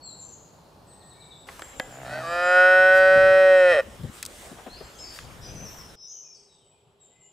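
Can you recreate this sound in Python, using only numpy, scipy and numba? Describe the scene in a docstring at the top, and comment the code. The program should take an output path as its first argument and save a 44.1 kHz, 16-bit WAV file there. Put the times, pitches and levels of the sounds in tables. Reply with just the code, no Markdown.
"""Small birds chirp in the trees over quiet meadow air. At about 1.5 s the air turns louder and closer:
shaped noise with rustling grass, wind, snapping twigs and soft thumps. A cow smacks its mouth (clicks and ringing
sines), creaks low (slow pulses) and gives one long moo (glottal pulses through moving formants), a clear note
that starts in breath noise, sags and breaks off at 3.8 s. The birds, gliding whistles, grow busier from 4.7 s;
at 6 s the close air cuts out and leaves them over faint air and a narrow drone."""
import sys
import numpy as np
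from scipy import signal
from scipy.fft import rfft, irfft, next_fast_len
from scipy.io import wavfile
from scipy.ndimage import uniform_filter1d, map_coordinates
from numba import njit

SR = 44100
rng = np.random.default_rng(int(sys.argv[2]) if len(sys.argv) > 2 else 0)


def master(y):
    """Save y as 16-bit WAV."""
    cut = np.clip(np.atleast_2d(y).T, -1, 1)
    pcm = np.round(cut * 32767)  # scale
    wavfile.write(sys.argv[1], SR, pcm.astype(np.int16))


N = 322812
TIME = np.arange(N) / SR  # seconds
TOP_HZ = 15600  # band limit
NEAR_FROM, NEAR_TO = 1.467, 5.958  # the close air, in seconds
MOO_FROM, MOO_TO = 2.04, 3.812  # the voiced note, in seconds
THIRD_HZ = 1694  # third formant with a narrow mouth
UPPER_FOLLOWS = 0.75  # dB of the upper resonances per dB of effort
STRAIN_AT, STRAIN_S, STRAIN_DB = 3.72, 0.04, 5  # the upper resonances flare as the voice breaks


def amp(db):
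    """Decibels to gain."""
    return 10 ** (np.asarray(db) / 20)


def unit(x):
    """x at rms 1."""
    return x / np.sqrt(np.mean(x ** 2) + 1e-20)


def along(points, hz):
    """Read a curve of (Hz, value) points on a log frequency axis."""
    f, v = np.transpose(points)
    return np.interp(np.log(hz + 1), np.log(f + 1), v)


def curves(rows):
    """One value per sample for each column after the time."""
    s, *columns = np.transpose(rows)
    return [np.interp(TIME, s, column) for column in columns]


def between(start, end, fade=0.004):
    """1 from start to end, with short ramps inside."""
    return np.clip((TIME - start) / fade, 0, 1) * np.clip((end - TIME) / fade, 0, 1)


def bell(s, width):
    """A smooth rise and fall around s seconds, peak 1."""
    return np.exp(-((TIME - s) / width) ** 2)


def wobble(rate):
    """A smooth random curve, rate knots a second."""
    knots = rng.standard_normal(int(N * rate / SR) + 4)
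    return map_coordinates(knots, [TIME * rate])


def filtered(x, response):
    """x shaped by a response that is a function of frequency in Hz."""
    m = next_fast_len(N + SR // 2)
    return irfft(rfft(x, m) * response(np.fft.rfftfreq(m, 1 / SR)), m)[..., :N]


def add(track, s, sound):
    """Mix a sound into a track at s seconds."""
    part = track[max(0, round(s * SR)):][:len(sound)]
    part += sound[:len(part)]


def placed(x, left_db):
    """Pan by level: the left is left_db louder than the right."""
    return x * amp([[left_db / 2], [-left_db / 2]])


@njit
def resonator(x, tuning, damping):
    """A two-pole band-pass whose tuning may move."""
    y, a, b = np.zeros(len(x)), 0.0, 0.0
    for i in range(len(x)):
        g = tuning[i]
        band = (a + g * (x[i] - b)) / (1 + g * (g + damping[i]))
        a, b = 2 * band - a, b + 2 * g * band
        y[i] = damping[i] * band
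    return y


def formant(x, hz, width):
    """A resonance with steep skirts: the resonator twice, each pass width Hz wide."""
    hz = hz * np.ones(len(x))
    tuning = np.tan(np.pi * hz / SR)
    once = resonator(x, tuning, width / hz)
    return resonator(once, tuning, width / hz)


def burst(envelope, hz, width):
    """A puff of noise in one broad resonance, peak 1."""
    x = formant(envelope * rng.standard_normal(len(envelope)), hz, width)
    return x / np.abs(x).max()


def pulses(hz):
    """Glottal pulses with every harmonic at rms 1, and the phase of their cycle."""
    phase = 2 * np.pi * (np.cumsum(hz) / SR % 1 - 0.5)
    harmonics = np.floor(TOP_HZ / hz)
    train = np.sin((harmonics + 0.5) * phase) / (np.sin(phase / 2) + 1e-15)
    return (train - 1) / np.sqrt(2), phase


def rush(spectrum, patchy_db):
    """Stereo noise of rms 1 with patches of random gain and a likeness between the ears set by frequency."""
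    # Each row: frequency in Hz, left-right likeness (1 = identical).
    alike = [(50, 0.89), (150, 0.91), (500, .8), (2000, 0.26), (10000, 0.86)]
    z = signal.stft(rng.standard_normal((2, N)), nperseg=512)[2]
    field = uniform_filter1d(rng.standard_normal(z.shape[1:]), size=6, axis=0)
    field = uniform_filter1d(field, size=12, axis=1)
    pair = signal.istft(z * amp(patchy_db * unit(field)), nperseg=512)[1][:, :N]

    def mid_side_response(hz):
        turn = np.arccos(np.clip(along(alike, hz), -1, 1)) / 2
        return amp(along(spectrum, hz)) * [np.cos(turn), np.sin(turn)]

    mid, side = filtered(pair, mid_side_response)
    return unit(np.array([mid + side, mid - side]))


def echoes(x, t60, spread):
    """Scatter from the surrounding trees: a dying noise tail, partly different in each ear."""
    t = np.arange(SR) / SR
    mid, side = rng.standard_normal((2, SR)) * amp(-60 * t / t60) * (1 - np.exp(-t / 0.0078))
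    tails = np.array([mid + spread * side, mid - spread * side])
    return signal.fftconvolve(x[None], tails / np.linalg.norm(tails[0]), axes=1)[:, :N]


def open_air():
    """Steady meadow air as shaped noise: quiet before the close stretch, full within it, faint after."""
    # Spectra of the air before, during and after. Each row: frequency in Hz, relative density in dB per Hz.
    air_before, air_near, air_after = [(15, -44), (25, -20), (49, -5), (163, -0.5), (231, -7), (903, -7),
                                       (2130, -26), (2430, -24.5), (3830, -25), (4150, -19.5),
                                       (5420, -27.5), (15000, -37)], [(15, -31.5), (25, -5), (59, 3.5), (103, -5),
                                                           (326, -5.5), (558, -4.5), (655, -6.5),
                                                           (1580, -10.5), (2130, -15), (3260, -14.5),
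                                                           (4380, -22), (7680, -20.5), (15000, -31)], [(15, -41), (25, -10.5),
                                                                             (142, 0), (293, -10),
                                                                             (383, -4.5), (811, -7),
                                                                             (1810, -21.5), (3260, -15),
                                                                             (6720, -32), (7680, -19),
                                                                             (9270, -45), (10000, -28),
                                                                             (15000, -46)]
    before = amp(-53) * rush(air_before, patchy_db=0.3) * (TIME < NEAR_FROM)
    after = amp(-65) * rush(air_after, patchy_db=-1.4) * (TIME > NEAR_TO)
    near = amp(-47.5) * rush(air_near, patchy_db=2.37)
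    return before + after + near * between(NEAR_FROM, NEAR_TO)


def drone():
    """A faint far drone after the rustling: noise in one narrow resonance."""
    hum = formant(rng.standard_normal(N), 398.5, 48.2)
    return amp(-71.5) * unit(hum) * (TIME > NEAR_TO)


def wind():
    """Wind on the microphone: low fluttering noise that swells in gusts."""
    # Spectrum of the wind. Each row: frequency in Hz, relative density in dB per Hz.
    wind_colour = [(25, -2.5), (60, 1), (160, 4), (300, -12.5), (700, -31.5), (3000, -73.5)]
    # Gusts. Each row: time of the peak in seconds, level in dB before flutter and panning, width in seconds.
    gusts = [(3.0, -52, 0.095), (3.24, -46, 0.17), (3.74, -55, 0.1), (4.03, -54, 0.09), (4.56, -65, .06),
             (5.29, -48.5, 0.068), (5.57, -46.5, 0.2)]
    breeze = amp(-65)  # the wind between gusts
    swell = breeze + sum(amp(db) * bell(s, width) for s, db, width in gusts)
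    blowing = swell * amp(1.8 * wobble(21)) * rush(wind_colour, patchy_db=0.8)
    return placed(blowing, left_db=6.5) * between(NEAR_FROM, NEAR_TO)


def rustle_and_breath():
    """Crackling wide noise swells for grass swishes and the moo's breath, each topped by high sizzle."""
    # Spectrum of the rustle. Each row: frequency in Hz, relative density in dB per Hz.
    rustle_colour = [(600, -15.5), (1500, 1.5), (3000, 3), (5000, -0.5), (7500, 2), (10000, -9),
                     (15000, -10.5)]
    # Swishes of grass; the long one at 2.25 s is breath noise under the moo's onset.
    # Each row: time of the peak in seconds, level in dB, width in seconds,
    # sizzle level in dB relative to the swell, sizzle centre in Hz.
    swells = [(1.54, -55, .13, -8.5, 9800), (2.25, -54, .25, -10.5, 10110), (2.97, -46.5, .03, -7, 10940),
              (4.17, -51.5, 0.047, -0.5, 8470), (4.41, -51, 0.13, -3, 8455),
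              (5.17, -47.5, 0.055, -13, 10880), (5.73, -60, .1, 2, 13220)]
    swell = amp(-68.5)  # the grass between swishes
    sizzle = np.zeros(N)
    for s, db, width, sizzle_db, hz in swells:
        swell = swell + amp(db) * bell(s, width)
        hiss = unit(formant(rng.standard_normal(N), hz, 3800))
        sizzle += amp(db + sizzle_db) * bell(s, width) * hiss
    crackle = unit(rush(rustle_colour, patchy_db=3.0) * amp(1.4 * wobble(300)))
    return (swell * crackle + sizzle) * between(NEAR_FROM, NEAR_TO)


def snaps_and_thumps():
    """Twigs and stalks snap as sharp decaying noise bursts; thumps and puffs of wind swell and fade."""
    # Snaps and ticks in the grass. Each row: start in seconds, peak in dB before panning,
    # centre in Hz, time to fall 60 dB in seconds.
    snap_list = [(1.4874, -27, 1001, 0.052), (1.594, -29, 884, 0.027), (1.5934, -35, 9065, 0.025),
                 (4.035, -39.5, 4483, 0.0061), (4.228, -18, 8494, 0.014), (4.228, -24.5, 2800, 0.04),
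                 (4.252, -22, 6575, .012), (4.2617, -23, 7030, 0.015), (5.189, -26, 1700, 0.017)]
    # Soft low thumps; the two near 5.5 s (5.522 and 5.61) are puffs of wind.
    # Each row: start in seconds, peak in dB before panning, centre in Hz,
    # length in seconds (the puff of noise is fullest after a third of it).
    thump_list = [(3.15, -29, 138, 0.048), (3.863, -39.5, 218, 0.03), (3.991, -32.5, 122, .04),
                  (4.031, -25.5, 116, 0.037), (4.085, -34, 99, 0.019), (4.511, -35, 178, 0.028),
                  (4.583, -38, 726, 0.026), (4.662, -31, 430, 0.021), (4.807, -32, 340, 0.0155),
                  (5.522, -37, 145, 0.075), (5.61, -36, 188, 0.047), (6.86, -58, 110.4, .05)]
    snaps, thumps, t = np.zeros(N), np.zeros(N), np.arange(SR // 4) / SR
    for s, db, hz, t60 in snap_list:
        add(snaps, s, amp(db) * burst(amp(-60 * t / t60), hz, 1.7 * hz))
    for s, db, hz, length in thump_list:
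        u = 3 * t / length
        add(thumps, s, amp(db) * burst(u * np.exp(-u), hz, 1.4 * hz))
    return placed(snaps, left_db=2.5) + placed(thumps, left_db=5.5)


def run_notes(runs, voice):
    """A bird's runs as notes: evenly spaced, stepping in pitch and level, each gliding a little differently."""
    hz, length, glide, arch, step = voice
    notes = []
    for s, count, gap, db, swell_db in runs:
        for k in range(round(count)):
            note_glide = glide * rng.normal(1, 0.2)
            notes.append((s + k * gap, length, hz * (1 + step) ** k, note_glide, arch, db + k * swell_db))
    return notes


def birds():
    """Each note is a fast-quivering whistle on an arched glide, blurred by the trees."""
    # Four voices: high falling peeps, thin arched lisps, quick steep chips, a far bird sliding down.
    # Columns: first pitch in Hz, note length in seconds, then as shares of the pitch
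    # the glide within a note, the arch and the step to the next note.
    peep_voice, lisp_voice = (7480, .075, -.065, 0, -.022), (8150, .095, .02, .012, -.016)
    chip_voice, far_voice = (4050, .035, -.22, 0, -.02), (3780, .085, -.09, .02, -.19)
    # Their runs. Each row: start in seconds, number of notes, spacing of the note starts in seconds,
    # first level in dB before the mix, swell in dB a note.
    peeps, lisps, chips, far_calls = [(.029, 2, .154, -39.5, 1), (1.605, 3, .147, -43.5, -2),
                                      (2.26, 2, 0.16, -47.5, 6.5), (3.553, 1, .15, -50, 0),
                                      (4.824, 2, .15, -52, 7), (7.0, 2, 0.2, -50.5, -1)], [(.868, 4, .16, -51, -.7), (6.345, 3, .148, -62.5, 1.5)], [(.9, 5, .101, -57, 3.5)], [(5.99, 3, 0.12, -64, -0.5),
                                                                                   (6.479, 3, 0.11, -60, -6.5),
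                                                                                   (6.99, 3, .07, -66.5, -4)]
    # Freely sung whistles. Each row: start in seconds, length in seconds, pitch in Hz,
    # glide as a share of the pitch, level in dB before the mix.
    whistles = [(0.007, .12, 4235, -0.131, -43.5), (.2, 0.125, 6200, -.03, -55),
                (0.32, 0.029, 6770, -.08, -41), (.82, .5, 1850, -0.026, -64.5),
                (1.137, 0.18, 2280, 0.0057, -61.5), (4.694, 0.079, 4335, 0.15, -42.5),
                (4.766, 0.039, 4980, 0.062, -45.5), (4.94, 0.12, 6550, .06, -48.5),
                (4.985, 0.069, 5194, 0.025, -37.5), (5.029, 0.094, 4676, 0.0028, -43),
                (5.409, 0.12, 5950, 0.099, -43.5), (5.418, 0.064, 5030, -0.041, -43.5),
                (5.55, 0.098, 6096, 0.032, -40), (5.641, 0.049, 5700, -0.085, -38.5),
                (5.767, .06, 5510, -0.152, -42.5), (5.971, .13, 5310, 0.015, -43.5),
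                (5.994, 0.24, 5950, .01, -42), (6.078, .12, 6450, -0.036, -40.5),
                (6.2, .19, 5460, 0, -49.5), (6.336, 0.048, 4795, -.13, -53.5),
                (7.098, 0.18, 2040, 0.02, -68.5), (7.198, .1, 2923, .05, -66)]
    whistle_arch, quiver_depth, octave_db = 0.0146, 0.017, -35  # the first two are shares of the pitch
    notes = [(s, length, hz, glide, whistle_arch, db) for s, length, hz, glide, db in whistles]
    notes += run_notes(peeps, peep_voice) + run_notes(lisps, lisp_voice)
    notes += run_notes(chips, chip_voice) + run_notes(far_calls, far_voice)
    song, quiver = np.zeros(N), 1 + quiver_depth * wobble(330)
    for s, length, hz, glide, arch, db in notes:
        u = np.linspace(-0.5, 0.5, int(length * SR))
        arched_glide = 1 + glide * u - arch * (2 * u) ** 2
        pitch = hz * arched_glide * np.resize(quiver[max(0, int(s * SR)):], len(u))
        phase = 2 * np.pi * np.cumsum(pitch) / SR
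        tone = np.sin(phase) + amp(octave_db) * np.sin(2 * phase)
        swell = np.sqrt(np.abs(np.cos(np.pi * u)))
        add(song, s, amp(db) * swell * tone)
    return placed(amp(-4.0) * song + amp(-2.5) * echoes(song, t60=0.71, spread=0.32), left_db=3.5)


def smacks():
    """The wet mouth parts with a sharp click and its cavity rings as decaying sines."""
    # Smacks. Each row: start in seconds, level in dB.
    smack_list = [(1.6208, -23.5), (1.7984, -10)]
    # The mouth's ring. Each row: frequency in Hz, level in dB relative to the smack,
    # time to fall 60 dB in seconds.
    mouth = [(518, -27.5, .16), (746, -29.5, 0.217), (1660, -24.5, 0.14), (2010, -31, 0.23),
             (3170, -34.5, 0.11)]
    out, t = np.zeros(N), np.arange(SR // 4) / SR
    for s, db in smack_list:
        pop = formant(np.exp(-t / 0.00004), 1900, 5700)
        click = -0.75 * pop / np.abs(pop).max()
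        click = click + 0.62 * burst(amp(-60 * t / 0.019), 1750, 1000)
        click = click + 0.29 * burst(amp(-60 * t / 0.017), 465, 800)
        click = click + 0.2 * burst(amp(-60 * t / 0.003), 10000, 12000)
        ring = sum(amp(level - 60 * t / t60) * np.sin(2 * np.pi * hz * t) for hz, level, t60 in mouth)
        add(out, s, amp(db) * (click + ring))
    return out


def creak():
    """Before the note catches, the folds flap slowly: uneven low pulses and breath through four resonances."""
    # Loudness of the creak. Each row: time in seconds, level in dB.
    creak_level = [(1.82, -56), (1.9, -49), (2.0, -43.5), (2.13, -39), (2.22, -39), (2.32, -48),
                   (2.42, -65)]
    # Its resonances. Each row: frequency in Hz, width in Hz, relative level in dB.
    creak_modes = [(136.9, 55, 3), (268, 77, -2.5), (687, 250, 2), (1483, 630, -8.5)]
    flaps = pulses(64 * (1 + 0.03 * wobble(30)))[0]
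    flaps = unit(flaps) * amp(1.5 * wobble(60)) + 0.35 * rng.standard_normal(N)
    voice = unit(sum(amp(db) * formant(flaps, hz, width) for hz, width, db in creak_modes))
    return voice * amp(curves(creak_level)[0]) * between(1.82, 2.42)


def larynx_pitch():
    """The pitch scoops up to a slow climb, sags as the air runs out and drops when the voice breaks."""
    note_hz, climb_hz_per_s = 178.82, 9.775
    scoop_hz, scoop_s = 51.5, 0.168
    sag_hz, sag_s = 34.1, 0.177
    break_at, break_hz_per_s = 3.711, 415
    t = np.clip(TIME, MOO_FROM, MOO_TO)
    held = note_hz + climb_hz_per_s * (t - MOO_FROM)
    scoop = scoop_hz * np.exp((MOO_FROM - t) / scoop_s)
    sag = sag_hz * np.exp((t - MOO_TO) / sag_s)
    voice_break = break_hz_per_s * np.maximum(t - break_at, 0)
    return np.maximum(held - scoop - sag - voice_break, 60)


def larynx(rough):
    """Pulses plus turbulence gated once a cycle; a slack larynx beats unevenly in time and strength."""
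    jitter = 0.0004 * wobble(25) + 0.025 * rough * wobble(130)
    beats, phase = pulses(larynx_pitch() * (1 + jitter))
    turbulence = np.std(beats) * unit((1 + np.cos(phase)) * rng.standard_normal(N))
    source = beats * amp(2.8 * rough * wobble(120)) + 0.74 * rough * turbulence
    return source * between(MOO_FROM, MOO_TO, fade=0.0091)


def head(source, effort_db, opening):
    """The resonances of nose and head; the upper ones rise a little as the mouth opens."""
    # Each row: frequency in Hz, width in Hz, level in dB before trim, strain and effort.
    head_modes = [(736, 24, -41), (1183, 78, -32), (2140, 110, -44), (2525, 200, -32), (3123, 220, -38.5),
                  (3960, 340, -46), (5347, 220, -47.5), (6040, 130, -55), (6730, 200, -59.5),
                  (7700, 200, -57), (8465, 500, -56.5), (9357, 490, -59.5), (11680, 1200, -70.5)]
    trim_db, open_share = -2, 0.045
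    treble_from_hz, treble_follows = 3500, 0.42  # the treble follows effort less (dB per dB)
    strain_db = trim_db + STRAIN_DB * bell(STRAIN_AT, STRAIN_S)
    middle = source * amp(strain_db + UPPER_FOLLOWS * effort_db)
    treble = source * amp(strain_db + treble_follows * effort_db)
    stretch = 1 + open_share * (opening - 1)
    out = np.zeros(N)
    for hz, width, db in head_modes:
        drive = treble if hz > treble_from_hz else middle
        tuned_hz = hz * stretch if hz > THIRD_HZ else hz
        out += amp(db) * formant(drive, tuned_hz, width)
    return out


def hollowed(x):
    """Side cavities swallow narrow bands between the resonances."""
    # Each row: centre in Hz, width in Hz.
    hollows = [(965, 70), (2240, 130), (2830, 150), (3460, 280), (4290, 84), (5720, 370), (7120, 260)]
    floor = amp(-9)  # what each dip leaves at its centre

    def dip(f, hz, width):
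        return 1 - (1 - floor) * 1j * f * width / (hz * hz - f * f + 1j * f * width)

    return filtered(x, lambda f: np.prod([dip(f, hz, width) for hz, width in hollows], axis=0))


def moo():
    """The larynx sounds through the moving throat, the chest and the head."""
    # Effort, a false start and then the swell. Each row: time in seconds, effort in dB.
    effort = [(2.05, -34.5), (2.135, -20), (2.23, -23.5), (2.33, -8.5), (2.58, 2.5), (2.9, 0.67),
              (3.3, -0.14), (3.7, 0), (3.81, -6.5)]
    # The mouth gapes briefly, then opens for the note. Each row: time in seconds, opening (1 = as in the held note).
    mouth_opening = [(2.05, 0.21), (2.13, 1.08), (2.19, 1.23), (2.235, -0.068), (2.36, 0.44), (2.58, 0.86),
                     (2.9, 1.005), (3.4, 0.93), (3.7, 0.89)]
    # Hoarse at both ends, clear while held. Each row: time in seconds, roughness from 0 to 1.
    hoarse = [(2.05, 0.55), (2.2, 0.2), (2.32, 0.12), (2.55, 0.04), (3.6, 0.04), (3.7, .08), (3.75, 0.42),
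              (3.81, 0.42)]
    # A high resonance climbs to 2.9 s, drops, holds near 4.7 kHz and sinks at the end.
    # Each row: time in seconds, frequency in Hz, level in dB at full effort.
    high_formant = [(2.1, 4400, -36.5), (2.35, 4790, -41), (2.6, 5030, -44.5), (2.88, 5300, -53.5),
                    (3.0, 4700, -47), (3.6, 4730, -58.5), (3.735, 4160, -46), (3.8, 4170, -60)]
    (effort_db,), (opening,), (rough,) = curves(effort), curves(mouth_opening), curves(hoarse)
    high_hz, high_db = curves(high_formant)
    source = larynx(rough)
    age = TIME - MOO_FROM
    # the first formant sinks through the call, and the third grows
    first_hz = 602.7 + 45 * opening - 47.8 * age
    second_hz = 1192.7 + 265 * opening
    third_hz = THIRD_HZ + 179 * opening
    upper_db = UPPER_FOLLOWS * effort_db + STRAIN_DB * bell(STRAIN_AT, STRAIN_S)
    third_db = -27 + upper_db + 1.5 * age
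    muffle_db = 28 * np.maximum(TIME - 3.257, 0)  # the second formant fades as the lips close
    first = formant(source * amp(-13 + effort_db), first_hz, 103.2)
    second = formant(source * amp(-14.5 + effort_db - muffle_db), second_hz, 110)
    third = formant(source * amp(third_db), third_hz, 186)
    high = formant(source * amp(high_db + UPPER_FOLLOWS * effort_db), high_hz, 210)
    # the chest hums along, little changed by effort
    chest = formant(source * amp(-53 + 0.25 * effort_db), 345, 80)
    return hollowed(first + second + third + high - chest + head(source, effort_db, opening))


def ports(x):
    """The two microphone ports hear the cow with slightly different colour and phase."""
    # Each row: frequency in Hz, left minus right in dB, left lead in radians.
    port_colour = [(492, -0.44, 0), (1400, -1, .12), (1960, -1.1, 0.46), (2600, 2, 0.55), (3300, 4.5, .1),
                   (4300, 5.5, 0), (5100, 1.5, 0.11), (9000, 0, 0)]
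    hz, left_db, lead = np.transpose(port_colour)

    def left_and_right(f):
        half = amp(np.interp(f, hz, left_db) / 2) * np.exp(0.5j * np.interp(f, hz, lead))
        return np.array([half, 1 / half])

    return filtered(x, left_and_right)


def scene():
    """The cow stands near the middle, close and almost dry, with the meadow around it."""
    meadow = open_air() + drone() + wind() + rustle_and_breath() + snaps_and_thumps() + birds()
    cow = smacks() + creak() + moo()
    return meadow + ports(cow) + amp(-23) * echoes(cow, t60=0.5, spread=0.3)


def record(dry):
    """Nothing is kept above the band limit."""
    return filtered(dry, lambda hz: hz < TOP_HZ)


dry = scene()
out = record(dry)
master(out)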